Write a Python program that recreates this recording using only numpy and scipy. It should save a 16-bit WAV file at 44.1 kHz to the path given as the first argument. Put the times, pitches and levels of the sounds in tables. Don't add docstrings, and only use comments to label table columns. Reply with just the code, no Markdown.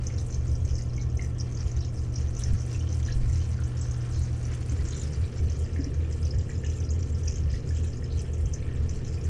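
import sys
import numpy as np
from scipy import signal
from scipy.fft import rfft, irfft, next_fast_len
from scipy.io import wavfile
from scipy.ndimage import uniform_filter1d

SR = 44100
rng = np.random.default_rng(int(sys.argv[2]) if len(sys.argv) > 2 else 0)


def master(y):
    cut = np.clip(np.atleast_2d(y).T, -1, 1)
    pcm = np.round(cut * 32767)
    wavfile.write(sys.argv[1], SR, pcm.astype(np.int16))


N = 409688
TIME = np.arange(N) / SR


def amp(db):
    return 10 ** (np.asarray(db) / 20)


def unit(x):
    return x / np.sqrt(np.mean(x ** 2) + 1e-20)


def follow(curve):
    return np.interp(TIME, *np.transpose(curve))


def read(spectrum, hz):
    frequencies, values = np.transpose(spectrum)
    return np.interp(np.log(hz + 1), np.log(frequencies + 1), values)


def colour(x, spectrum):
    size = next_fast_len(N, True)
    gain = amp(read(spectrum, np.fft.rfftfreq(size, 1 / SR)))
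    return irfft(rfft(x, size) * gain, size)[:N]


def add(mix, start_s, sound):
    part = mix[max(round(start_s * SR), 0):][:len(sound)]
    part += sound[:len(part)]


def wander(width_hz):
    size = 16384
    hz = np.fft.fftfreq(size, N / SR / size)
    noise = rng.standard_normal((size, 2)) @ [1, 1j]
    sway = np.fft.ifft(np.fft.fft(noise) / (1 + (hz / width_hz) ** 2))
    return np.interp(TIME, np.linspace(0, N / SR, size), sway / np.std(sway))


def resonance(hz, sway):
    phase = (2 * np.pi * (hz * TIME % 1)).astype(np.float32)
    return unit(sway.real * np.cos(phase) - sway.imag * np.sin(phase))


def ring(hz, t60, rise_s, length_s):
    t = np.arange(int(length_s * SR)) / SR
    envelope = amp(-60 * t / t60) * (1 - np.exp(-(t / rise_s) ** 2))
    return envelope / envelope.max() * np.sin(2 * np.pi * hz * t)


def rattle(sound, spread_s, echo_db, first_s=.0006):
    delay_s, strength = rng.exponential(spread_s, 40), rng.standard_normal(40)
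    taps = np.zeros(SR // 16)
    at = np.minimum(((delay_s + first_s) * SR).astype(int), len(taps) - 1)
    taps[at] = strength * np.exp(-delay_s / spread_s / 2)
    taps *= amp(echo_db) / np.linalg.norm(taps)
    taps[0] = 1
    return signal.fftconvolve(sound, taps)


def strokes(rows, attack_s, release_s):
    gain = np.zeros(N)
    for start, length, db in rows:
        t = np.arange(int((attack_s + length + release_s) * SR)) / SR
        hold_end = max(attack_s + length - release_s, 2 * attack_s)
        trapezoid = np.interp(t, [0, 2 * attack_s, hold_end, t[-1]], [0, 1, 1, 0])
        add(gain, start - attack_s, amp(db) * np.sin(np.pi / 2 * trapezoid) ** 2)
    return gain


def impulses(density, length=N):
    return rng.standard_normal(length) * (rng.random(length) < density)


def strengths(count, size_db, cap):
    return amp(size_db * np.minimum(rng.exponential(1, count), cap))


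def clumps(per_s, decay_s, size_db, floor):
    kicks = np.zeros(N)
    at = np.flatnonzero(rng.random(N) < per_s / SR)
    kicks[at] = strengths(len(at), size_db, cap=2)
    return unit(floor + signal.lfilter([1], [1, -np.exp(-1 / (decay_s * SR))], kicks))


def grains(per_s, size_db, centre_hz, scatter, cycles):
    pitches = np.geomspace(1200, 14000, 60)
    rings = [ring(hz, t60=cycles / hz, rise_s=3 / hz, length_s=.016) for hz in pitches]
    at = np.flatnonzero(rng.random(N) < per_s / SR)
    gains = strengths(len(at), size_db, cap=3) * rng.choice([-1, 1], len(at))
    centre, spread = (np.broadcast_to(v, N)[at] for v in (centre_hz, scatter))
    grain_hz = centre * np.exp(spread * rng.standard_normal(len(at)))
    pitch_index = np.minimum(np.searchsorted(pitches, grain_hz), len(pitches) - 1)
    out = np.zeros(N)
    for sample, k, gain in zip(at, pitch_index, gains):
        add(out, sample / SR, gain * rings[k])
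    return out


# (time [s], closeness [0-1])
CLOSENESS = [(0, 0.31), (4.3, 0.07), (5.1, 0.98), (9.29, 0.98)]
def placed(far, near):
    return far + (near - far) * follow(CLOSENESS)


# (frequency [Hz], reverberation time [s])
BASEMENT_T60 = [(200, 0.82), (2000, 0.28), (6000, 0.19), (14000, 0.19)]
def basement(direct, wet_db):
    reflections = impulses(.12, SR // 2)
    reflections[:SR // 200] = 0
    hz, t, spectra = signal.stft(reflections, SR, nperseg=256)
    decay = amp(-60 * t / read(BASEMENT_T60, hz)[:, None])
    _, tail = signal.istft(spectra * decay, SR, nperseg=256)
    return direct + amp(wet_db) * signal.oaconvolve(direct, tail / np.linalg.norm(tail))[:N]


# (frequency [Hz], relative density [dB])
RUMBLE_SPECTRUM = [(5, -27.5), (15, 15), (28, 0.5), (44, 12.5), (56, 12), (70, -23), (110, 6), (200, -61),
                   (1000, -100)]
# (time [s], level [dB])
RUMBLE_LEVEL = [(0, -36.5), (.8, -34.5), (1.3, -37), (2.3, -34), (2.9, -45), (3.2, -29), (3.6, -43),
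                (4.3, -37), (4.8, -40), (6.8, -39.5), (8.3, -37), (9.29, -37)]
def rumble(boom_hz=146):
    shaking = amp(follow(RUMBLE_LEVEL)) * unit(colour(rng.standard_normal(N), RUMBLE_SPECTRUM))
    boom = amp(placed(far=-53.5, near=-43)) * resonance(boom_hz, wander(width_hz=8.9))
    return shaking + boom


# (frequency [Hz], relative density [dB])
AIR_FAR = [(97, -33), (165, 0.5), (274, -4.5), (299, -5), (327, -1.5), (389, -12), (502, -8), (553, -15.5),
           (593, -16.5), (734, -17), (937, -25), (1060, -20), (1630, -36.5), (1700, -41), (2210, -54),
           (3740, -120)]
AIR_NEAR = [(97, -26.5), (165, -0.5), (189, -10.5), (241, -3.5), (274, -9.5), (478, -8.5), (570, -19.5),
            (666, -23.5), (875, -28), (956, -30), (1260, -30), (1350, -39.5), (1510, -39), (1700, -31),
            (2210, -56), (3740, -120)]
# (frequency [Hz], width [Hz], relative level [dB])
HOUSING_MODES = [(687, 2.7, -67.5), (1080, 26, -73.5), (1343, 26, -66.5), (1795, 14, -71), (2375, 32, -70)]
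def air_rush():
    near = follow(CLOSENESS)
    far_air, near_air = (unit(colour(rng.standard_normal(N), shape)) for shape in (AIR_FAR, AIR_NEAR))
    air = np.sqrt(1 - near) * far_air + np.sqrt(near) * near_air
    housing = sum(amp(db) * resonance(hz, wander(width)) for hz, width, db in HOUSING_MODES)
    return amp(placed(far=-44.5, near=-42.5)) * air + amp(placed(far=-2.5, near=-2)) * housing


# (start [s], duration [s], relative level [dB])
DRONE_PEAKS = [(0.155, 0.028, -20.5), (0.21, 0.038, -22), (0.487, 0.066, -19.5), (0.612, 0.057, -20.5),
               (0.702, 0.057, -21), (1.055, 0.039, -22), (1.129, 0.053, -22), (1.58, 0.028, -24),
               (1.642, 0.048, -19.5), (1.758, 0.049, -21), (2.495, 0.042, -22), (2.756, 0.03, -20),
               (2.828, 0.05, -23.5), (2.893, 0.09, -24.5), (3.029, 0.036, -20.5), (3.259, 0.18, -21.5),
               (3.48, 0.056, -23), (3.627, 0.041, -22), (3.878, 0.029, -23), (4.17, 0.061, -21),
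               (4.68, 0.092, -22), (4.787, 0.072, -20), (5.037, 0.025, -30), (5.172, 0.088, -21),
               (5.387, 0.1, -20), (5.593, 0.028, -23), (5.728, 0.026, -23), (5.974, 0.02, -19.5),
               (6.016, 0.037, -24), (6.223, 0.065, -20.5), (6.347, 0.072, -20), (6.554, 0.031, -20.5),
               (6.803, 0.043, -21.5), (6.883, 0.15, -23), (7.132, 0.049, -22), (7.214, 0.032, -25),
               (7.42, 0.075, -20.5), (7.52, 0.042, -20), (7.688, 0.078, -23), (7.796, 0.061, -22.5),
               (8.134, 0.059, -22), (8.382, 0.096, -20), (8.507, 0.035, -23), (8.786, 0.082, -20.5),
               (9.136, 0.036, -23)]
def drone(hz=77.67, resting_db=-32.5, swell_db=-3.5):
    sway = wander(width_hz=9.2)
    swells = amp(swell_db) * strokes(DRONE_PEAKS, attack_s=.023, release_s=.016)
    gain = np.maximum(amp(resting_db) * abs(sway), swells)
    flattened = sway / (abs(sway) + .21)
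    return gain * resonance(hz, flattened)


# (harmonic number, level re fundamental [dB])
HUM_OVERTONES = [(2, -36.5), (5, -41.5)]
def motor_hum(hz=120, waver_db=1.5, throb_db=-.3, throb_hz=7.6):
    phase = 2 * np.pi * hz * TIME + .36 * wander(width_hz=2.5).real
    sway_db = waver_db * wander(width_hz=3.5).real
    sway_db += throb_db * resonance(throb_hz, wander(width_hz=1.6))
    tone = np.sin(phase) + sum(amp(db) * np.sin(k * phase) for k, db in HUM_OVERTONES)
    return amp(placed(far=-31, near=-38) + sway_db) * unit(tone)


# (frequency [Hz], relative density [dB])
RUSTLE_SPECTRUM = [(400, -7), (900, -7.5), (1400, -0.5), (2300, -3.5), (3100, -10.5), (3650, -11.5),
                   (4500, -5.5), (6000, -8), (8000, -19), (10200, -31), (11000, -47.5), (15000, -79)]
# (time [s], level [dB])
HANDLING_LEVEL = [(0, -61), (.75, -62), (1.35, -67), (1.6, -56), (2, -65.5), (2.4, -55.5), (3.4, -57),
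                  (3.8, -59), (4.3, -57), (4.95, -53), (5.2, -56), (5.55, -61), (5.9, -62.5), (6.7, -61.5),
                  (8.4, -64.5), (9.29, -60)]
def rustle(uneven_db=4.5):
    level_db = follow(HANDLING_LEVEL) + uneven_db * np.tanh(wander(width_hz=23).real)
    slips = impulses(.15) * strengths(N, size_db=3, cap=5)
    lowpass = signal.butter(4, 10500, fs=SR, output="sos")
    return amp(level_db) * unit(signal.sosfilt(lowpass, colour(slips, RUSTLE_SPECTRUM)))


# (start [s], duration [s], level [dB])
SLEEVE_BRUSHES = [(3.6, 0.58, -57.5), (4.48, 0.1, -55.5), (4.85, .36, -61.5), (8.65, 0.23, -62)]
# (frequency [Hz], relative density [dB])
SLEEVE_SPECTRUM = [(500, -19), (1000, -7), (1400, -3), (1750, -3), (2300, -19), (2900, -9), (4000, -16),
                   (9000, -47)]
def sleeve(uneven_db=-.5):
    slips = impulses(.04) * strengths(N, size_db=3, cap=4)
    gain = strokes(SLEEVE_BRUSHES, attack_s=.03, release_s=.059)
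    gain *= amp(uneven_db * wander(width_hz=3.8).real)
    return gain * unit(colour(slips, SLEEVE_SPECTRUM))


# (time [s], relative level [dB])
MICROPHONE_BUMPS = [(2.48, -19), (2.527, -12), (3.155, -21), (3.205, -23), (3.228, -20)]
# (frequency [Hz], relative level [dB], 60 dB decay time [s])
MOUNT_MODES = [(24.1, -6.5, 0.12), (45.3, -8, 0.12), (102, -1, 0.075), (165, -11.5, 0.07)]
def microphone_bumps():
    out = np.zeros(N)
    bump = sum(amp(db) * ring(hz, t60, rise_s=.0048, length_s=.3) for hz, db, t60 in MOUNT_MODES)
    for s, db in MICROPHONE_BUMPS:
        add(out, s, amp(db) * bump)
    return out


# (time [s], peak level [dB])
DRUM_KNOCKS = [(3.19, -46), (4.72, -32.5), (5.789, -25.5), (5.865, -28.5)]
def drum_knocks():
    out = np.zeros(N)
    knock = ring(hz=273.4, t60=.106, rise_s=.0042, length_s=.3)
    for s, db in DRUM_KNOCKS:
        add(out, s, amp(db) * knock)
    return out


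def clatter(uneven_db=3):
    taps = grains(per_s=170, size_db=3, centre_hz=2250, scatter=.22, cycles=14)
    rebounding = rattle(taps, spread_s=.006, echo_db=-3)[:N]
    level_db = placed(far=-68, near=-65) + uneven_db * wander(width_hz=9.1).real
    return basement(amp(level_db) * unit(rebounding), wet_db=-2.5)


# (frequency [Hz], relative density [dB])
SIZZLE_SPECTRUM = [(7000, -26), (9500, 1), (10700, 2), (11300, -7), (13500, -10), (15500, -18)]
def sizzle(handled_db=-25, uneven_db=5):
    tears = impulses(.12)
    level_db = follow(HANDLING_LEVEL) + handled_db + uneven_db * np.tanh(2 * wander(width_hz=9).real)
    return amp(level_db) * unit(colour(tears, SIZZLE_SPECTRUM))


# (time [s], relative level [dB])
WATER_SPITS = [(0.262, -51), (2.389, -44), (2.405, -47), (2.533, -53), (2.661, -52), (2.969, -57),
               (3.172, -55), (3.29, -61), (3.599, -57), (4.189, -53), (4.546, -53), (4.605, -57),
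               (4.68, -56), (4.66, -56), (4.825, -57), (4.97, -54), (5.589, -52), (7.844, -51.5),
               (8.215, -51), (8.378, -57), (8.408, -57)]
def spits(decay_s=.0093, rise_s=.0012):
    out, t = np.zeros(N), np.arange(SR // 16) / SR
    envelope = np.exp(-t / decay_s) * (1 - np.exp(-t / rise_s))
    for s, db in WATER_SPITS:
        add(out, s, amp(db + 12) * envelope * impulses(.1, len(t)))
    # (frequency [Hz], gain [dB])
    bright = [(1000, -21), (4000, -14), (7000, 10), (9500, 10), (11500, -14), (14500, -14), (16000, -38)]
    return basement(colour(out, bright), wet_db=-15)


# (time [s], relative level [dB], frequency [Hz])
GUIDE_CLINKS = [(0.101, -46, 2190), (0.789, -50, 2060), (0.979, -44.5, 2250), (1.193, -37, 2100),
                (1.215, -49, 1930), (1.24, -52, 1860), (2.459, -47.5, 1840), (2.747, -44.5, 2680),
                (2.808, -44.5, 3020), (2.87, -47.5, 3130), (3.085, -39.5, 1780), (3.295, -49, 2020),
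                (3.415, -48, 3140), (3.589, -46, 1470), (4.518, -47, 2070), (4.534, -56, 3100),
                (4.686, -51, 2520), (4.794, -50, 2060), (4.961, -53, 1540), (5.24, -48, 2370),
                (5.389, -50, 2230), (5.761, -41.5, 1860), (5.793, -49.5, 1730), (5.847, -50, 1870),
                (5.882, -55, 2880), (6.047, -48, 2520), (6.338, -50, 1790), (6.493, -43.5, 1910),
                (6.505, -49, 2360), (6.637, -40.5, 1780), (6.646, -44.5, 2900), (6.661, -49, 2570),
                (6.776, -52, 2550), (7.276, -44.5, 2550), (7.539, -45, 1910), (7.707, -47, 1770),
                (7.761, -54, 3240), (7.841, -48, 2570), (8.024, -49, 1900), (8.625, -47, 2390),
                (9.174, -49, 2520)]
def clinks(upper_db=-12, scrape_db=-18):
    out, t = np.zeros(N), np.arange(SR // 17) / SR
    lowpass = signal.butter(4, 4500, fs=SR, output="sos")
    for s, db, hz in GUIDE_CLINKS:
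        pair = ring(hz, t60=.016, rise_s=.0015, length_s=.04)
        pair += .5 * ring(hz * 1.07, t60=.01, rise_s=.0008, length_s=.04)
        upper = ring(hz * rng.uniform(1.12, 1.5), t60=.0065, rise_s=.0016, length_s=.02)
        clink = rattle(pair, spread_s=.007, echo_db=-1)
        add(clink, 0, amp(upper_db) * rattle(upper, spread_s=.014, echo_db=2.5))
        scraping = rng.standard_normal(len(t)) * np.exp(-t / .016)
        add(clink, 0, amp(scrape_db) * signal.sosfilt(lowpass, scraping))
        add(out, s, amp(db + 3.5) * clink / abs(clink).max())
    return basement(out, wet_db=-6.5)


# (frequency [Hz], gain [dB])
MACHINE_RESPONSE = [(800, -11), (2000, -13.5), (3100, -2.5), (3700, -5), (4050, -0.5), (4550, -4.5),
                    (5200, 2), (6050, -2.5), (6900, -1.5), (7400, 2.5), (8400, -7.5), (10400, -20),
                    (11100, -17.5), (15000, -21)]
# (frequency [Hz], bandwidth [Hz], gain re plain contact [dB])
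COIL_MODES = [(4150, 42, 9.5), (4730, 55, 9.5), (5100, 110, -1.5), (5360, 67, -1.5), (5600, 86, -10),
              (6020, 113, 4), (6370, 87, 0), (6600, 46, 3), (7020, 74, -1), (7400, 24, 6.5),
              (8650, 110, -6), (9520, 140, 6.5)]
def coil(contacts, detune=.0045, bend_hz=5):
    size, lead = 4096, 256
    hz = np.fft.rfftfreq(size, 1 / SR)
    bend, out = np.clip(2 * wander(bend_hz).real, -1, 1), np.zeros(N)
    for side in (-1, 0, 1):
        tuning = 1 + side * detune
        modes = 1 + sum(amp(db) / (1 + 2j * (hz - f * tuning) / width) for f, width, db in COIL_MODES)
        response = np.roll(irfft(amp(read(MACHINE_RESPONSE, hz)) * modes, size), lead)
        share = np.maximum(1 - abs(bend - side), 0)
        out += signal.oaconvolve(contacts * share, response)[lead:lead + N]
    return out


# (start [s], duration [s], level [dB], frequency [Hz])
GUIDE_RASPS = [(0.175, 0.018, -57, 3910), (0.321, 0.025, -58, 4220), (0.99, 0.035, -59, 4050),
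               (1.82, 0.027, -59, 3930), (2.395, 0.02, -53.5, 3350), (3.108, 0.024, -54, 4200),
               (3.332, 0.018, -60, 4170), (3.423, 0.029, -61, 4160), (4.132, 0.068, -60, 4220),
               (4.922, 0.014, -47.5, 3900), (5.012, 0.015, -49, 3800), (5.238, 0.019, -58, 4250),
               (7.842, 0.011, -61, 3700), (8.103, 0.025, -55, 4280), (8.147, 0.029, -59, 4210),
               (8.953, 0.011, -57, 4260)]
def rasps(grit_db=-5):
    start, length, db, hz = np.transpose(GUIDE_RASPS)
    centre_hz = np.interp(TIME, start + length / 2, hz)
    chatter = grains(per_s=600, size_db=2.5, centre_hz=centre_hz, scatter=.045, cycles=42)
    grit = grains(per_s=550, size_db=3.5, centre_hz=4000, scatter=.14, cycles=24)
    gain = strokes(zip(start, length, db), attack_s=.0028, release_s=.0044)
    return basement(gain * unit(unit(chatter) + amp(grit_db) * unit(coil(grit))), wet_db=-3)


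# (start [s], duration [s], relative crackle level [dB], frequency [Hz], relative scrape level [dB])
COIL_SLIDES = [(0.034, 0.056, -52, 6000, -68), (0.178, 0.043, -40, 5900, -80),
               (0.302, 0.062, -42, 6170, -72), (0.474, 0.099, -52, 5720, -79),
               (0.674, 0.041, -49, 5680, -55), (0.725, 0.1, -50, 5830, -77), (0.929, 0.031, -52, 5770, -75),
               (1.004, 0.023, -40, 6160, -66), (1.208, 0.051, -35, 5650, -62),
               (1.381, 0.028, -38, 5780, -68), (1.557, 0.059, -50, 5570, -64),
               (1.665, 0.031, -48, 6150, -58), (1.758, 0.11, -56, 5420, -64),
               (1.968, 0.041, -50, 5640, -78), (2.138, 0.09, -42, 5870, -57.5),
               (2.347, 0.16, -50, 5900, -59), (2.697, 0.081, -48, 5870, -56), (2.8, 0.039, -46, 5830, -67),
               (2.9, 0.085, -51, 5900, -62), (3.027, 0.12, -53, 6050, -53.5),
               (3.32, 0.143, -50.5, 5860, -61), (3.793, 0.17, -52, 5900, -74),
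               (4.126, 0.06, -50, 5950, -62), (4.428, 0.054, -36, 6080, -64),
               (4.532, 0.019, -40, 6150, -51), (4.7, 0.035, -31, 6250, -56), (4.84, 0.24, -44, 6380, -58),
               (5.484, 0.053, -52, 6170, -55.5), (5.83, 0.036, -40, 5250, -67),
               (6.11, 0.036, -47, 6200, -57), (6.261, 0.034, -49, 5200, -54),
               (6.632, 0.14, -54.5, 6300, -57.5), (6.763, 0.027, -42, 6470, -67),
               (6.823, 0.02, -55, 5900, -53), (6.898, 0.038, -51, 6600, -68),
               (7.074, 0.041, -51, 6600, -65), (7.234, 0.16, -48.5, 6100, -58),
               (7.495, 0.085, -50.5, 5550, -56), (7.748, 0.057, -52, 6460, -54),
               (7.83, 0.069, -50, 6660, -71), (8.173, 0.054, -48, 6240, -55.5),
               (8.337, 0.015, -44, 6400, -76), (8.525, 0.034, -46, 6660, -68),
               (8.898, 0.096, -53, 6170, -65), (9.045, 0.048, -44, 6160, -56),
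               (9.125, 0.034, -51, 5850, -74), (9.238, 0.025, -45, 6240, -71)]
SLIDE_START, SLIDE_LENGTH, CRACKLE_DB, SLIDE_HZ, SCRAPE_DB = np.transpose(COIL_SLIDES)
def slides(levels_db, limit_db=np.inf):
    rows = zip(SLIDE_START, SLIDE_LENGTH, np.minimum(levels_db, limit_db))
    return strokes(rows, attack_s=.0033, release_s=.022)


def scrape(slide_db=-4, uneven_db=4):
    grating = amp(placed(far=-69, near=-67) + uneven_db * wander(width_hz=47).real)
    gain = np.hypot(grating, amp(slide_db) * slides(SCRAPE_DB))
    catches = grains(per_s=1100, size_db=3.2, centre_hz=2650, scatter=.2, cycles=32)
    return basement(gain * unit(coil(catches)), wet_db=-7.5)


def water_gain(handled_db=-14, thrown_db=-24):
    handled = amp(follow(HANDLING_LEVEL) + handled_db)
    thrown = amp(thrown_db) * slides(CRACKLE_DB, limit_db=-39.5)
    return np.hypot(handled, thrown)


# (frequency [Hz], gain [dB])
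BUBBLE_COLOUR = [(6000, 5.5), (7500, 4), (9400, -4), (10800, -4.5), (11500, -12.5), (14000, -12.5)]
def bubbles(cluster_db=7):
    pings = grains(per_s=240, size_db=3.8, centre_hz=8900, scatter=.12, cycles=100)
    pings *= amp(cluster_db * np.clip(wander(width_hz=12).real, -1, 1))
    return basement(water_gain() * unit(colour(pings, BUBBLE_COLOUR)), wet_db=-2.5)


# (frequency [Hz], relative density [dB])
SPRAY_SPECTRUM = [(5000, -37), (7000, -16.5), (8200, -4), (10000, -4.5), (11200, -10), (13000, -14),
                  (15500, -19.5)]
def spray(drops_db=-2):
    gain = np.hypot(amp(placed(far=-67, near=-68.5)), water_gain())
    spurts = clumps(per_s=24, decay_s=.018, size_db=3.8, floor=.6)
    soft_spurts = unit(uniform_filter1d(spurts, size=300))
    fizz = colour(impulses(.08), SPRAY_SPECTRUM)
    drops = grains(per_s=700, size_db=5, centre_hz=8800, scatter=.08, cycles=90)
    water = coil(unit(fizz) + amp(drops_db) * unit(drops))
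    return basement(gain * soft_spurts * unit(water), wet_db=-17)


def crackle(slide_db=-4):
    centre_hz = np.interp(TIME, SLIDE_START + SLIDE_LENGTH / 2, SLIDE_HZ)
    scatter = placed(far=.068, near=.12)
    snaps = grains(per_s=350, size_db=4.3, centre_hz=centre_hz, scatter=scatter, cycles=27)
    creep = grains(per_s=460, size_db=4.3, centre_hz=6050, scatter=scatter, cycles=36)
    creep *= clumps(per_s=20, decay_s=.016, size_db=4.5, floor=.45)
    sliding = amp(slide_db) * slides(CRACKLE_DB, limit_db=-48.5) * unit(coil(snaps))
    creeping = amp(placed(far=-59, near=-59.5)) * unit(coil(creep))
    return basement(sliding + creeping, wet_db=-5)


# (time [s], relative level [dB], frequency [Hz])
COIL_TICKS = [(0.0685, -22, 6150), (0.183, -30, 5600), (0.325, -33, 6000), (0.3427, -28, 6350),
              (0.553, -34, 5740), (0.651, -33, 6400), (0.7533, -35, 6260), (0.821, -31.5, 6400),
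              (0.964, -33, 6300), (1.0138, -31, 6040), (1.024, -36, 6070), (1.1714, -32, 6140),
              (1.222, -32.5, 6250), (1.244, -37, 6060), (1.4003, -23.5, 5500), (1.408, -25.5, 5760),
              (1.549, -30.5, 6300), (1.6056, -29, 5650), (1.765, -34, 6250), (1.8067, -32, 5600),
              (2.158, -25, 5700), (2.178, -36, 5300), (2.3645, -34, 6100), (2.437, -20.5, 6000),
              (2.729, -34, 5870), (2.7934, -35, 5770), (2.8898, -32, 5900), (2.926, -30, 6140),
              (3.05, -33, 5930), (3.06, -31, 5900), (3.124, -29.5, 5570), (3.3284, -35, 7340),
              (3.8127, -25, 7650), (3.912, -32, 6530), (4.158, -33, 6240), (4.4508, -31, 5800),
              (4.695, -32, 6340), (4.717, -38, 6350), (4.852, -33, 5800), (4.874, -35, 6800),
              (4.8862, -28.5, 6700), (4.906, -30, 6600), (4.945, -34, 6940), (4.965, -31, 7200),
              (4.996, -30.5, 7120), (5.016, -28, 6900), (5.071, -41, 5130), (5.133, -31, 5700),
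              (5.4994, -28.5, 6030), (5.843, -27, 5730), (5.942, -35, 6400), (6.125, -37, 6050),
              (6.2513, -31, 5800), (6.308, -30.5, 5140), (6.647, -33, 6800), (6.664, -30.5, 6400),
              (6.698, -35, 5900), (6.803, -29.5, 6070), (6.848, -36, 5750), (6.891, -34, 5060),
              (6.9044, -28, 6680), (6.992, -38, 7200), (7.0276, -32, 5760), (7.124, -39, 7500),
              (7.234, -35, 6040), (7.256, -37.5, 6740), (7.2796, -20.5, 5730), (7.294, -35, 5750),
              (7.321, -34, 6250), (7.341, -34, 6040), (7.357, -33, 6270), (8.1924, -30.5, 5970),
              (8.334, -36, 6500), (8.458, -30, 6200), (8.537, -22.5, 6100), (8.893, -29.5, 6080)]
def ticks(snap_db=-7.5, side_db=-11, slip_db=-22):
    out = np.zeros(N)
    for s, db, hz in COIL_TICKS:
        low, main, high = (ring(hz * k, t60=.0042, rise_s=.0014, length_s=.009) for k in (.87, 1, 1.14))
        snap = rattle(main, spread_s=.003, echo_db=1, first_s=.0017)
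        for side in (low, high):
            add(snap, rng.uniform(0, .0012), amp(side_db) * rattle(side, spread_s=.004, echo_db=0))
        slip = rattle(main + low, spread_s=.004, echo_db=6)
        add(out, s - .0005, amp(db + snap_db) * snap / abs(snap).max())
        add(out, s - rng.uniform(.0027, .007), amp(db + slip_db) * slip / abs(slip).max())
    return basement(coil(out), wet_db=-9)


def sticking(stick_s=.017, dip_db=-7):
    gain = np.ones(N)
    dip = np.linspace(1, amp(dip_db), int(stick_s * SR))
    for s, _, _ in COIL_TICKS:
        end = round(s * SR)
        gain[max(end - len(dip), 0):end] *= dip[-end:]
    return uniform_filter1d(gain, size=44)


def scene():
    sliding = (crackle() + spray() + sizzle() + bubbles() + scrape()) * sticking()
    cable = sliding + rasps() + ticks() + clinks() + clatter() + spits() + drum_knocks()
    machine = motor_hum() + drone() + rumble() + air_rush()
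    handling = rustle() + sleeve() + microphone_bumps()
    return (machine + handling + cable)[None]


def record(dry):
    lowpass = signal.firwin(511, cutoff=15600, window=("kaiser", 9), fs=SR)
    return signal.oaconvolve(dry, lowpass[None], "same")


dry = scene()
out = record(dry)
master(out)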